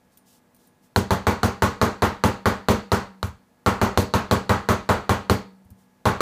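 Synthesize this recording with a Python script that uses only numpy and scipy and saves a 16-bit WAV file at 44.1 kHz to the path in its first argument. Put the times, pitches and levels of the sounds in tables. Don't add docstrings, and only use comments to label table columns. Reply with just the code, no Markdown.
import sys
import numpy as np
from scipy import signal
from scipy.fft import rfft, irfft
from scipy.io import wavfile

SR = 44100
rng = np.random.default_rng(int(sys.argv[2]) if len(sys.argv) > 2 else 0)


def to_wav(s):
    ch = np.atleast_2d(s).T
    pcm = np.round(np.clip(ch, -1, 1) * 32767)
    wavfile.write(sys.argv[1], SR, pcm.astype(np.int16))


N = 273855
TIME_S = np.arange(N) / SR


def from_db(db):
    return 10 ** (np.asarray(db) / 20)


def rms_one(x):
    return x / np.sqrt(np.mean(x ** 2) + 1e-20)


def at_hz(points, hz):
    points = np.array(points)
    return np.interp(np.log(hz), np.log(points[:, 0]), points[:, 1])


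def dying(t_s, t60_s):
    return np.exp(-np.log(1000) * t_s / t60_s)


def place(times_s, sounds):
    out = np.zeros(N)
    for time_s, sound in zip(times_s, sounds):
        start = min(round(time_s * SR), N - 1)
        out[start:start + len(sound)] += sound[:N - start]
    return out


def resonate(drive, hz, t60_s):
    radius = dying(1 / SR, t60_s)
    angle = 2 * np.pi * hz / SR
    poles = [1, -2 * radius * np.cos(angle), radius * radius]
    return signal.lfilter([0, np.sin(angle)], poles, drive + 1e-18)


def ring(times_s, level_db, hz, t60_s):
    return resonate(place(times_s, from_db(level_db)[:, None]), hz, t60_s)


def noise(spectrum):
    hz = np.maximum(np.arange(N // 2 + 1) * SR / N, 1)
    return rms_one(irfft(rfft(rng.standard_normal(N)) * from_db(at_hz(spectrum, hz)), N))


def bursts(times_s, level_db, t60_s, low_cut_hz):
    t_s = TIME_S[:SR // 12]
    puffs = rng.standard_normal((len(times_s), len(t_s))) * dying(t_s, t60_s)
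    puffs = puffs * from_db(level_db)[:, None]
    high_pass = signal.butter(1, low_cut_hz, "high", fs=SR, output="sos")
    return signal.sosfilt(high_pass, place(times_s, puffs))


# (frequency [Hz], density [dB per Hz])
AIR_COLOUR = [(18, -66.5), (30, -18.5), (129, -9.5), (195, -6), (404, -15.5), (511, -15.5), (662, -15),
              (953, -18), (1440, -23), (1560, -23.5), (2030, -25.5), (3070, -31), (15000, -36.5)]
AIR_DB = -62.5
# (frequency [Hz], level [dB rms])
HUM_TONES = [(188.4, -69), (247.6, -67), (479.1, -74), (861.3, -73.5), (1007, -91), (1674, -77.5)]


def room_tone(hum_db=-2):
    hum = 0
    for hz, db in HUM_TONES:
        sine = np.sin(2 * np.pi * (hz * TIME_S + rng.random()))
        hum = hum + from_db(db + hum_db) * np.sqrt(2) * sine
    return from_db(AIR_DB) * noise(AIR_COLOUR) + hum


# (time at full level [s], hold [s], level [dB])
PUSHES = [(.13, .008, -66), (0.277, 0.079, -60), (0.598, .06, -65.5), (.84, 0.012, -65),
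          (5.791, 0.028, -68.5)]
PUSH_ATTACK_S, PUSH_RELEASE_S = 0.027, 0.05
# (frequency [Hz], density [dB per Hz])
SLIDE_COLOUR = [(1500, -27), (3000, -9), (5500, -6.5), (9000, -7), (15000, -10)]


def sliding():
    push = 0
    for time_s, hold_s, db in PUSHES:
        end_s = time_s + hold_s
        corners_s = [time_s - PUSH_ATTACK_S, time_s, end_s, end_s + PUSH_RELEASE_S]
        push = push + from_db(db) * np.interp(TIME_S, corners_s, [0, 1, 1, 0])
    return push * noise(SLIDE_COLOUR)


# (time [s], tick level
# [dB], soft bump level [dB])
TOUCHES = [(0.173, -40, -52), (.5467, -49, -62), (0.564, -50, -58), (.6714, -49, -60), (5.648, -57.5, -31),
           (5.704, -46, -23.5)]
# (frequency [Hz], level [dB], t60 [s])
DISC_MODES = [(9500, -18, 0.16), (11500, -16, 0.024), (14000, -10, 0.036), (14400, -11, .025)]


def ticks(click_db=-7, click_t60_s=0.068, click_low_cut_hz=7000, spread_db=3):
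    times_s, tick_db, _ = np.transpose(TOUCHES)
    out = bursts(times_s, tick_db + click_db, click_t60_s, click_low_cut_hz)
    for hz, db, t60_s in DISC_MODES:
        chance_db = rng.normal(0, spread_db, len(times_s))
        out = out + ring(times_s, tick_db + db + chance_db, hz, t60_s)
    return out


# (frequency [Hz], level [dB], free t60 [s])
TABLE_MODES = [(68.6, -15, 0.1), (92.6, -11.5, 0.16), (119.7, -17.5, 0.24), (151.5, -38.5, 0.23),
               (188, -20.5, 0.26), (203.9, -22.5, 0.36), (228.2, -18, 0.25), (283.8, -30, 0.35),
               (308.3, -33.5, 0.31), (369.5, -19, 0.099), (396.2, -19.5, 0.2), (421, -33.5, 0.37),
               (445.4, -21, 0.19), (476.3, -31, 0.42), (503.4, -24.5, 0.22), (612, -28, 0.3),
               (638.5, -26, 0.18), (716, -29.5, 0.17), (789, -30.5, 0.22), (808, -35, 0.47),
               (863, -23.5, 0.23), (1097, -33.5, 0.28), (938, -36.5, 0.49), (959, -24.5, 0.2),
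               (1079.6, -24, 0.21), (1060, -37, 0.37), (1155, -30.5, 0.22), (1254, -37, 0.44),
               (1370, -32.5, 0.32), (1466, -32.5, 0.28), (1890, -39.5, 0.24), (2037, -46, 0.31)]
HELD_SHARE = 0.89


def bumps(count=7):
    times_s, _, bump_db = np.transpose(TOUCHES)
    out = 0
    for k, (hz, db, t60_s) in enumerate(TABLE_MODES[:count]):
        softness = TABLE_MODES[0][0] / hz
        out = out + (-1) ** k * softness * ring(times_s, bump_db + db, hz, t60_s * HELD_SHARE)
    return out


# (time [s], strength [dB], squareness [0 = usual, >0 = flat, <0 = tilted])
BLOWS = [(0.9611, -1.8, 1.23), (1.1069, -2.5, 0.14), (1.2687, -1, -0.37), (1.432, -1.7, 0.17),
         (1.622, 1, -0.04), (1.8147, 0.8, -0.42), (2.0212, 0, -0.48), (2.238, 1, 0.0049),
         (2.4573, -0.5, -0.72), (2.6855, 2.1, .3), (2.9178, -0.7, -0.38), (3.2293, -17, 0.93),
         (3.6622, -0.4, -0.84), (3.815, -1.1, -0.47), (3.9747, 0, 1.37), (4.138, -1.65, -0.47),
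         (4.3117, 0.7, 0.17), (4.494, -0.4, -1.06), (4.688, 0, -0.15), (4.8906, 0, -1.02),
         (5.0936, -.5, -0.25), (5.2976, 0, 0.95), (6.0549, -0.6, -0.83), (6.206, 4.5, -0.42)]
# (usual offset [dB], gain [dB per dB strength], gain [dB per unit squareness])
CRACK = (-3, 0.61, 4.2)
THUMP = (-0.93, 0.26, 0.84)
KNOCK = (1.7, 1.31, 0.65)
CLANG = (-1.6, 0.66, -3.54)
RING = (.4, 0.97, 1)
RATTLE = (2, .7, 1.3)


def part_db(part):
    usual_db, per_strength, per_square_db = part
    _, strength_db, squareness = np.transpose(BLOWS)
    return usual_db + per_strength * strength_db + per_square_db * squareness


PARTS_HZ = [95, 350, 1250, 4300, 11000]


def drive_db(hz):
    levels = np.transpose([part_db(part) for part in (THUMP, KNOCK, CLANG, RING, RATTLE)])
    return np.array([np.interp(np.log(hz), np.log(PARTS_HZ), blow) for blow in levels])


# (frequency [Hz], level [dB], t60 [s])
STEEL_MODES = [(210.3, -22.5, 0.13), (537, -12, 0.0071), (890, -21.5, 0.0099), (1340, -16.5, 0.01),
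               (1495, -7.5, 0.0074), (3000, -23.5, 0.02), (3650, -26.5, 0.014), (3970, -14.5, 0.0093),
               (4216, -18.5, 0.019), (6040, -29.5, 0.02), (7200, -25.5, 0.015), (14370, -42.5, 0.0051)]


def crack(spread_db=3.5, grit_db=-23, grit_t60_s=0.025, grit_low_cut_hz=1500):
    times_s, crack_db = np.array(BLOWS)[:, 0], part_db(CRACK)
    out = bursts(times_s, crack_db + grit_db, grit_t60_s, grit_low_cut_hz)
    for hz, db, t60_s in STEEL_MODES:
        chance_db = rng.normal(0, spread_db, len(times_s))
        out = out - ring(times_s, db + crack_db + chance_db, hz, t60_s)
    return out


# (frequency [Hz], density [dB per Hz])
WASH_COLOUR = [(30, -49.5), (50, -41), (100, -39.5), (155, -46.5), (320, -48), (440, -45), (700, -48),
               (1150, -46), (1700, -54), (2400, -60.5), (3500, -65), (4350, -66.5), (5000, -70),
               (6500, -67), (9000, -81), (15000, -84.5)]
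# (frequency [Hz], t60 [s])
WASH_T60 = [(50, 0.28), (260, 0.29), (700, .3), (1800, 0.35), (3400, 0.34), (4400, 0.38), (5300, 0.3),
            (7500, 0.31), (12800, 0.26)]
# (frequency [Hz], share [0-1])
REPEATS = [(100, 0.4), (500, 0.17), (1200, 0.45), (3000, 0.26), (10000, 0)]
USUAL_LENGTH, SQUARE_SHORTENS = 0.96, 0.085


def wash(level_db=0.5, build_s=0.0078, first_share=0.55, patchy_db=1.0):
    times_s, _, squareness = np.transpose(BLOWS)
    length = USUAL_LENGTH * (1 - SQUARE_SHORTENS * squareness[:, None])
    t_s = TIME_S[:SR // 2]
    edges_hz = np.geomspace(25, 16500, 38)
    white = rng.standard_normal((len(times_s) + 1, 2, len(t_s))) * np.sqrt(SR / 2)
    tails = 0
    for k, (low_hz, high_hz) in enumerate(zip(edges_hz, edges_hz[1:])):
        hz = np.sqrt(low_hz * high_hz)
        band_pass = signal.butter(2, [low_hz, high_hz], "band", fs=SR, output="sos")
        band = signal.sosfilt(band_pass, white[:, k % 2])
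        same = np.clip(at_hz(REPEATS, hz), 0, 1)
        band = np.sqrt(same) * band[0] + np.sqrt(1 - same) * band[1:]
        chance_db = rng.normal(0, patchy_db, len(times_s))
        band_db = at_hz(WASH_COLOUR, hz) + drive_db(hz) + level_db + chance_db
        decay = dying(t_s, at_hz(WASH_T60, hz) * length)
        tails = tails + band * decay * from_db(band_db)[:, None]
    build_up = 1 - (1 - np.clip(first_share, 0, 1)) * np.exp(-t_s / build_s)
    return place(times_s, tails * build_up)


def shimmer(level_db=-46, hz=4400, width_hz=330, t60_s=0.4):
    t_s = TIME_S[:SR // 2]
    edges_hz = [hz - width_hz / 2, hz + width_hz / 2]
    cluster = signal.butter(2, edges_hz, "band", fs=SR, output="sos")
    rings = rms_one(signal.sosfilt(cluster, rng.standard_normal((len(BLOWS), len(t_s)))))
    levels = from_db(part_db(RING) + level_db)[:, None]
    return place(np.array(BLOWS)[:, 0], rings * dying(t_s, t60_s) * levels)


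def rattle(level_db=-41, per_s=2400, hop_s=0.014, spread_db=1.5, ring_t60_s=0.018, count=48):
    times_s, t_s = np.array(BLOWS)[:, 0], TIME_S[:SR // 6]
    shower = t_s / hop_s * np.exp(1 - t_s / hop_s)
    size = place(times_s, shower * from_db(part_db(RATTLE) + level_db)[:, None])
    landings = rng.random(N) < per_s / SR
    clinks = size * landings * from_db(rng.normal(0, spread_db, N)) * rng.choice([-1, 1], N)
    pitch_index = rng.integers(0, count, N)
    out = 0
    for k, hz in enumerate(np.linspace(5500, 15000, count)):
        out = out + resonate(clinks * (pitch_index == k), hz, ring_t60_s)
    return out


# (frequency [Hz], level [dB], free t60 [s])
LONG_MODES = [(190.06, -35.5, 1.15), (4400, -50.5, 0.45), (4295, -50, .36), (6160, -64, .22),
              (10400, -59.5, .2), (11730, -56, 0.15)]
REBOUND_DB = -8


def table_boom(thump_db=0.0, knock_db=-2.5, clang_db=0.3, spread_db=2.0, lag_s=0.001003):
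    times_s, strength_db, _ = np.transpose(BLOWS)
    times_s, held = times_s + lag_s, strength_db < REBOUND_DB
    out = 0
    for k, (hz, db, t60_s) in enumerate([*TABLE_MODES, *LONG_MODES]):
        coupling_db = np.interp(np.log(hz), np.log(PARTS_HZ[:3]), [thump_db, knock_db, clang_db])
        place_factor = min(np.sqrt(hz / PARTS_HZ[1]), 2)
        chance_db = rng.normal(0, spread_db, len(times_s)) * place_factor
        level_db = db + coupling_db + drive_db(hz) + chance_db
        free = ring(times_s[~held], level_db[~held], hz, t60_s)
        damped = ring(times_s[held], level_db[held], hz, t60_s * HELD_SHARE)
        out = out + (-1) ** k * (free + damped)
    return out


def slap(level_db=-1.0, width_s=0.00026, lag_s=0.00147, lag_spread_s=0.00021):
    times_s = np.array(BLOWS)[:, 0]
    peak_s = lag_s + rng.normal(0, lag_spread_s, (len(times_s), 1))
    u = (TIME_S[:SR // 100] - peak_s) / width_s
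    pulse = (1 - u ** 2) * np.exp(-u ** 2 / 2)
    return place(times_s, pulse * from_db(part_db(CRACK) + level_db)[:, None])


def scene():
    handling = sliding() + ticks() + bumps()
    blows = crack() + wash() + shimmer() + rattle() + table_boom() + slap()
    return (room_tone() + handling + blows)[None]


def record(dry, ceiling=0.54, low_cut_hz=22, high_cut_hz=15300):
    high_pass = signal.butter(2, low_cut_hz, "high", fs=SR, output="sos")
    low_pass = signal.ellip(10, 0.1, 80, high_cut_hz, fs=SR, output="sos")
    heard = signal.sosfilt(high_pass, dry)
    rounded = ceiling * np.tanh(heard / ceiling)
    return signal.sosfilt(low_pass, rounded)


dry = scene()
out = record(dry)
to_wav(out)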